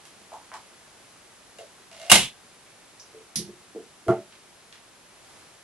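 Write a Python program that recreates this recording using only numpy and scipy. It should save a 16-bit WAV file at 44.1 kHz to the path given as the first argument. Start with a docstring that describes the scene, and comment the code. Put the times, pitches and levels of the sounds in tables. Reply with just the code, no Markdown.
"""A light tick over soft hiss, then dull knocks: a magnet pendulum swings erratically over a small plastic
box on a table. The microphone is in the same small, live room, with the toy a little to its right.
Kicks from the coil knock the box and stand, and the hook ticks. A rattle grows until the steel bob clacks
hard on the base and overloads the microphone. Later the bob glances off with a thin snap,
and one heavy blow sets the whole box ringing."""
import sys
import numpy as np
from scipy import signal
from scipy.fft import rfft, irfft, next_fast_len
from scipy.io import wavfile

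SR = 44100
rng = np.random.default_rng(int(sys.argv[2]) if len(sys.argv) > 2 else 0)


def bounce(signal):
    """Save signal as a 16-bit WAV file at the path given by the first command-line argument."""
    frames = np.transpose(np.atleast_2d(signal))
    limited = np.clip(frames, -1, 1)
    pcm = np.round(limited * 32767).astype(np.int16)
    wavfile.write(sys.argv[1], SR, pcm)


N = 248283
HIT_SAMPLES = SR // 3
AGE = np.arange(HIT_SAMPLES) / SR  # time since a contact, s

# room air and microphone hiss: (f/Hz, level/dB)
HISS_SPECTRUM = [(15, -46), (25, -14), (43, -6.5), (70, -10.5), (93, -4), (195, -2), (309, -3.5), (351, -1),
                 (529, -3.5), (602, -2), (840, -3), (2230, -6.5), (4450, -9), (10600, -11), (11500, -11.5),
                 (15000, -74.5), (22000, -120)]
# how alike the hiss is left and right: (f/Hz, correlation)
HISS_LIKENESS = [(30, 0.78), (300, 0.59), (1000, 0.62), (3000, 0.47), (6000, 0.317), (10000, 0.031)]
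# light ticks of hook and bob: (t/s, level/dB, centre f/Hz, width/octaves, steel ring/dB)
TICKS = [(0.053, -50.5, 3000, 3.8, -12), (.335, -55, 5000, 1.5, -15), (.539, -47.5, 4000, 1.14, -27),
         (1.5857, -49.5, 3000, 1.7, -4.5), (2.6626, -60, 2310, 0.23, -18), (2.998, -50, 5580, 0.2, -3),
         (4.082, -46, 3000, 2.2, -25), (4.3236, -54, 2200, 0.92, -18), (4.7261, -50, 2400, 0.92, -20)]
# modes of the steel bob and stand: (f/Hz, level/dB, t60/s)
STEEL_MODES = [(660, -2, 0.19), (1522, -1.5, 0.12), (1596, -13.5, 0.19), (2110, 2, 0.2), (2249, -9, .22),
               (2575, -29, .22), (2791, 3.5, 0.12), (2820, 3, 0.077), (3000, -22, 0.14), (2810, -4, 0.29),
               (3041, -14.5, 0.36), (3230, -18.5, 0.53), (3490, -11.5, 0.53), (3870, -19, 0.296),
               (3834, -3.5, 0.054), (3842, -5.5, 0.26), (5000, -14, 0.17), (5900, -9.5, 0.186),
               (6845, -12.5, 0.2), (7450, -12.5, .22), (8860, -9, 0.216), (10350, 0.5, .22)]
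# dull knocks, each a touch and a rebound:
# (t/s, level/dB, centre f/Hz, width/octaves, rebound delay/s, rebound over touch/dB, rebound f/Hz)
KNOCKS = [(.206, -60, 236, 0.48, 0.016, -10, 230), (0.3191, -42, 780, 0.42, .017, 1, 925),
          (0.5173, -42, 1070, .6, .0215, 1, 1005), (1.5875, -44, 568, .22, 0.018, -10.5, 540),
          (3.139, -47.5, 442, .3, .02, 1.5, 450), (3.367, -35, 161, .3, .028, -6, 342),
          (3.474, -46, 170, .8, .012, 2.5, 358), (3.749, -40, 358, 0.65, 0.0096, 4.5, 430)]
# modes of the plastic box on the table: (f/Hz, level/dB, t60/s)
BOX_MODES = [(104.8, -16, 0.3), (125, -7, 0.28), (172, -9.5, 0.29), (208.9, -5, 0.35), (356.6, 3.5, 0.21),
             (368.5, -5.5, 0.29), (401.7, -9, 0.24), (441.2, 2.5, 0.2), (590, -15, 0.42), (663.5, 1, 0.21),
             (684, -5, 0.29), (703, -15.5, 0.097), (756.7, -7.5, 0.206), (862, -11, 0.19),
             (875, -15.5, 0.21), (1000, -14.5, 0.14), (1119, -13, 0.15), (1243, -16.5, 0.201),
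             (1376, -12, 0.23), (1620, -28.5, .19), (2094, -13.5, .17)]
# the bob strikes the base and chatters: (t/s, crack level/dB, ring level/dB, rise/s, ring width/octaves)
CLACKS = [(2.097, -16.5, -19, 0.0034, 0.26), (2.116, -7.5, -16, 0.00026, 2.8),
          (2.121, -23.5, -20, .0002, 3.4), (2.155, -17.5, -23.5, 0.00024, 1.9)]
# the crack of the bob on the base: (f/Hz, level/dB)
CRACK_SPECTRUM = [(25, -7.5), (100, -12.5), (300, -5.5), (750, 9.5), (1100, 5.5), (1700, 3), (2900, 9),
                  (4500, 4), (7000, 5), (11000, 5.5), (14000, -5)]
# the glancing touch: (f/Hz, level/dB)
SNAP_SPECTRUM = [(200, -12), (1300, -25), (1900, -12), (2700, -14), (4200, -2.5), (5800, 2), (6700, -3),
                 (7400, -17.5), (8400, -8), (11000, -3.5), (14000, -30)]
# a heavy blow chatters on the box, a light touch first: (t/s, level/dB, centre f/Hz, width/octaves)
THUMP_CONTACTS = [(4.065, -35.5, 400, .55), (4.083, -18.5, 644, 1.13), (4.097, -22, 330, 0.23),
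                  (4.113, -25, 660, 0.47)]
# what the heavy blow excites: (f/Hz, level/dB)
THUMP_SPECTRUM = [(60, 2), (120, 17.5), (230, -2), (350, -2.5), (470, -3.5), (660, -0.5), (950, -3.5),
                  (1350, 7), (1700, -5.5), (2100, -2), (3500, -13)]
# early echoes off the walls: (delay/s, gain)
WALL_ECHOES = [(.0074, 0.41), (.0165, 0.57), (.0285, .6), (.0325, 0.56)]
# the room's reverberation: (f/Hz, t60/s)
ROOM_DECAY = [(100, 0.55), (500, 0.23), (1400, 0.23), (3000, 0.36), (5000, 0.28), (11000, 0.25)]
# how alike contacts and echoes are left and right: (f/Hz, correlation)
ROOM_LIKENESS = [(30, .7), (150, 0.62), (500, 0.81), (1000, 0.9), (3000, 0.56), (6000, 0.14), (10000, 0.2)]
# the late fall of every hit's tail: (age/s, level/dB)
TAIL_FADE = [(.08, 0), (.14, 1.5), (.2, -14), (.33, -45)]


def amp(db):
    """Decibels to gain."""
    return 10 ** (np.asarray(db) / 20)


def along(points, hz):
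    """(f/Hz, value) points read on a log frequency axis."""
    f, values = np.transpose(points)
    return np.interp(np.log(hz + 1), np.log(f), values)


def bell(hz, centre_hz, octaves):
    """The band that one contact excites, in dB, with straight skirts."""
    return 30 * (1 - np.hypot(1, np.log2((hz + 1) / centre_hz) / (1.776 * octaves)))


def unit_hit(x):
    """Scale a hit to the energy of 40 ms at rms 1."""
    return x / np.sqrt(np.mean(x ** 2) * HIT_SAMPLES / (.04 * SR) + 1e-20)


def filtered(x, response):
    """Pass x through a gain given as a function of frequency."""
    n = x.shape[-1]
    padded = next_fast_len(n + 8192)
    return irfft(rfft(x, padded) * response(np.fft.rfftfreq(padded, 1 / SR)), padded)[..., :n]


def coloured(x, db_at):
    """Colour a hit by a dB curve, at minimum phase so that nothing sounds before the contact."""
    size = 2 * HIT_SAMPLES
    gain = amp(db_at(np.fft.rfftfreq(size, 1 / SR)))
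    cepstrum = irfft(np.log(gain + 1e-6))
    cepstrum[1:HIT_SAMPLES] *= 2
    cepstrum[HIT_SAMPLES + 1:] = 0
    return irfft(rfft(x, size) * np.exp(rfft(cepstrum)))[..., :HIT_SAMPLES]


def stereo_noise(likeness, size):
    """White noise with a given likeness between left and right."""
    angle = lambda hz: np.arccos(np.clip(along(likeness, hz), -1, 1)) / 2
    mid_side_gains = lambda hz: np.array([np.cos(angle(hz)), np.sin(angle(hz))])
    mid, side = filtered(rng.standard_normal((2, size)), mid_side_gains)
    return np.array([mid + side, mid - side])


def add_hit(track, s, hit):
    """Mix a hit into the track at time s and fade its tail."""
    fade = amp(np.interp(AGE, *np.transpose(TAIL_FADE)))
    part = track[:, round(s * SR):][:, :HIT_SAMPLES]
    part += (hit * fade)[:, :part.shape[1]]


def in_room(contact_t60, walls_db, tail_db, build_s):
    """A contact as it reaches the microphone: direct sound, wall echoes, then a diffuse tail."""
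    if contact_t60:
        direct = stereo_noise(ROOM_LIKENESS, HIT_SAMPLES) * amp(-60 * AGE / contact_t60)
    else:
        direct = np.tile(AGE == 0, (2, 1)) * 1.  # a single impulse
    direct /= np.linalg.norm(direct[0])
    echoes = sum(gain * np.roll(direct, round(delay * SR), axis=1) for delay, gain in WALL_ECHOES)
    hz, t, spectra = signal.stft(stereo_noise(ROOM_LIKENESS, HIT_SAMPLES), SR, nperseg=256)
    decay = amp(-60 * t / along(ROOM_DECAY, hz)[:, None])
    tail = signal.istft(spectra * decay, SR, nperseg=256)[1][:, :HIT_SAMPLES]
    tail *= 1 - np.exp(-AGE / build_s)
    return direct + amp(walls_db) * echoes + amp(tail_db) * tail / np.linalg.norm(tail[0])


def ring(modes, band, attack_s, blur, blur_hz, side_blur):
    """Decaying modes; overlapping echoes blur their level and phase, partly differently on each side."""
    knots = rng.standard_normal((len(modes), 3, 128, 2)) @ [1, 1j]  # shared, left, right
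    hz, db, t60 = np.transpose(modes)
    db = db + band(hz)
    out = np.zeros((2, HIT_SAMPLES))
    for k in np.flatnonzero(db > db.max() - 36):
        drift = np.array([np.interp(AGE * blur_hz, np.arange(len(row)), row) for row in knots[k]])
        wave = (1 + blur * drift[0] + side_blur * drift[1:]) * np.exp(2j * np.pi * hz[k] * AGE)
        out += amp(db[k] - 60 * AGE / t60[k]) * wave.imag
    return unit_hit(out * (1 - np.exp(-AGE / attack_s)))


def hiss(start_db=-53.5, drift_db_per_s=-0.293, swell_s=5.37, swell_db=2.7, half_width_s=0.17):
    """Room air and microphone hiss sink slowly and swell once near the end."""
    air = filtered(stereo_noise(HISS_LIKENESS, N), lambda hz: amp(along(HISS_SPECTRUM, hz)))
    t = np.arange(N) / SR
    swell = np.exp(-((t - swell_s) / half_width_s) ** 2)
    return air / np.std(air.mean(0)) * amp(start_db + drift_db_per_s * t + swell_db * swell)


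def tick(band, ring_db):
    """A tiny contact: too light to ring the box, it may make the steel tink."""
    contact = in_room(contact_t60=.02, walls_db=-6, tail_db=2.0, build_s=0.0068)
    click = unit_hit(coloured(contact, band))
    tink = ring(STEEL_MODES, band, attack_s=.001, blur=.2, blur_hz=39, side_blur=.3)
    return click + amp(ring_db) * tink


def hook_ticks():
    """The hook and bob tick now and then as the swing turns."""
    out = np.zeros((2, N))
    for s, db, centre_hz, octaves, ring_db in TICKS:
        add_hit(out, s, amp(db) * tick(lambda hz: bell(hz, centre_hz, octaves), ring_db))
    return out


def knock(band, ring_db):
    """A soft push: a short thud in the room and those box modes that lie in its band."""
    contact = in_room(contact_t60=0, walls_db=-4.5, tail_db=8.5, build_s=0.016)
    thud = unit_hit(coloured(contact, band))
    box = ring(BOX_MODES, band, attack_s=.005, blur=0.51, blur_hz=60, side_blur=.06)
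    return (thud + amp(ring_db) * box) / np.hypot(1, amp(ring_db))


def coil_knocks(damp_db_per_s=28):
    """Each kick of the coil lands twice: a broad touch, then a rounder rebound that rings the box more."""
    out = np.zeros((2, N))
    uptake_db = lambda hz: -7 * np.log2(hz / 400)  # the box takes up low blows best
    damping = amp(-damp_db_per_s * AGE)  # the bob stays on the box
    for s, db, centre_hz, octaves, delay_s, rebound_db, rebound_hz in KNOCKS:
        touch = knock(lambda hz: bell(hz, centre_hz, octaves), ring_db=1 + uptake_db(centre_hz))
        rebound = knock(lambda hz: bell(hz, rebound_hz, octaves=0.17), ring_db=15 + uptake_db(rebound_hz))
        add_hit(out, s, amp(db) * damping * touch)
        add_hit(out, s + delay_s, amp(db + rebound_db) * damping * rebound)
    return out


def bob_rattle(start_s=1.915, count=11, growth_db_per_s=15, note_db_per_s=35, scatter_db=3.0):
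    """The bob rattles ever harder until it hits the base, pumping up one note of the box."""
    out = np.zeros((2, N))
    times = np.linspace(start_s, CLACKS[0][0], count, endpoint=False)
    for s, (late, louder) in zip(times, rng.standard_normal((count, 2))):
        click = tick(lambda hz: bell(hz, centre_hz=2900, octaves=1.4), ring_db=-6.5)
        note = knock(lambda hz: bell(hz, centre_hz=655, octaves=.15), ring_db=-0.5)
        level_db = -54 + growth_db_per_s * (s - start_s) + scatter_db * louder
        note_db = -3 + note_db_per_s * (s - start_s)
        add_hit(out, s + .002 * late, amp(level_db) * (click + amp(note_db) * note))
    return out


def bob_clacks(steel_hz=2800, box_db=-17, box_hz=171):
    """Hard hits on the base: a broad crack and ringing steel. The hardest also shakes the box."""
    out = np.zeros((2, N))
    for s, crack_db, ring_db, rise_s, octaves in CLACKS:
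        contact = in_room(contact_t60=.05, walls_db=-16, tail_db=-1.5, build_s=.006)
        crack = unit_hit(coloured(contact, lambda hz: along(CRACK_SPECTRUM, hz)))
        band = lambda hz: bell(hz, steel_hz, octaves)
        steel = ring(STEEL_MODES, band, attack_s=.0005, blur=.35, blur_hz=70, side_blur=.3)
        onset = 1 - np.exp(-AGE / rise_s)  # the first clack swells in more softly than the others
        add_hit(out, s, (amp(crack_db) * crack + amp(ring_db) * steel) * onset)
    hardest_s, hardest_db = max(CLACKS, key=lambda row: row[1])[:2]
    shake = knock(lambda hz: bell(hz, box_hz, octaves=0.89), ring_db=7.0)
    add_hit(out, hardest_s, amp(hardest_db + box_db) * shake)
    return out


def glancing_snap(s=3.3575, db=-28, damp_db_per_s=60):
    """The bob glances off with a thin snap; its highest treble reaches mostly the right side."""
    out = np.zeros((2, N))
    touch = in_room(contact_t60=.035, walls_db=-5, tail_db=3, build_s=.006) * amp(-damp_db_per_s * AGE)
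    snap = unit_hit(coloured(touch, lambda hz: along(SNAP_SPECTRUM, hz)))
    lean_right = lambda hz: amp(np.outer([1, -1], along([(6000, -0.47), (8500, -6)], hz)))
    add_hit(out, s, amp(db) * filtered(snap, lean_right))
    return out


def box_thump(settle_s=0.047, damp_db=5):
    """The heavy blow wakes the whole box; the bob then settles on it and damps the ring."""
    out = np.zeros((2, N))
    damping = amp(-damp_db / (1 + np.exp(-(AGE - settle_s) / .005)))
    for s, db, centre_hz, octaves in THUMP_CONTACTS:
        hit = knock(lambda hz: along(THUMP_SPECTRUM, hz) + bell(hz, centre_hz, octaves), ring_db=14)
        add_hit(out, s, amp(db) * damping * hit)
    return out


def scene(lag_samples=1.56, pan_db=-0.57):
    """The toy stands a little right of the microphone, so the left side hears it later and softer."""
    toy = coil_knocks() + box_thump() + hook_ticks() + bob_rattle() + bob_clacks() + glancing_snap()
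    sides = np.array([[1], [-1]])  # left, right
    left_lag = lambda hz: np.exp(-1j * np.pi * sides * hz * lag_samples / SR)
    return filtered(toy * amp(pan_db * sides) + hiss(), left_lag)


def record(dry, mic_hz=11600, top_hz=16000):
    """The microphone cuts the top treble and clips at full scale; the distortion is low-passed in turn."""
    below = lambda edge_hz: lambda hz: np.clip((edge_hz - hz) / 500 + .5, 0, 1)
    overloaded = np.clip(filtered(dry, below(mic_hz)), -1, 1)
    return filtered(overloaded, below(top_hz))


dry = scene()
out = record(dry)
bounce(out)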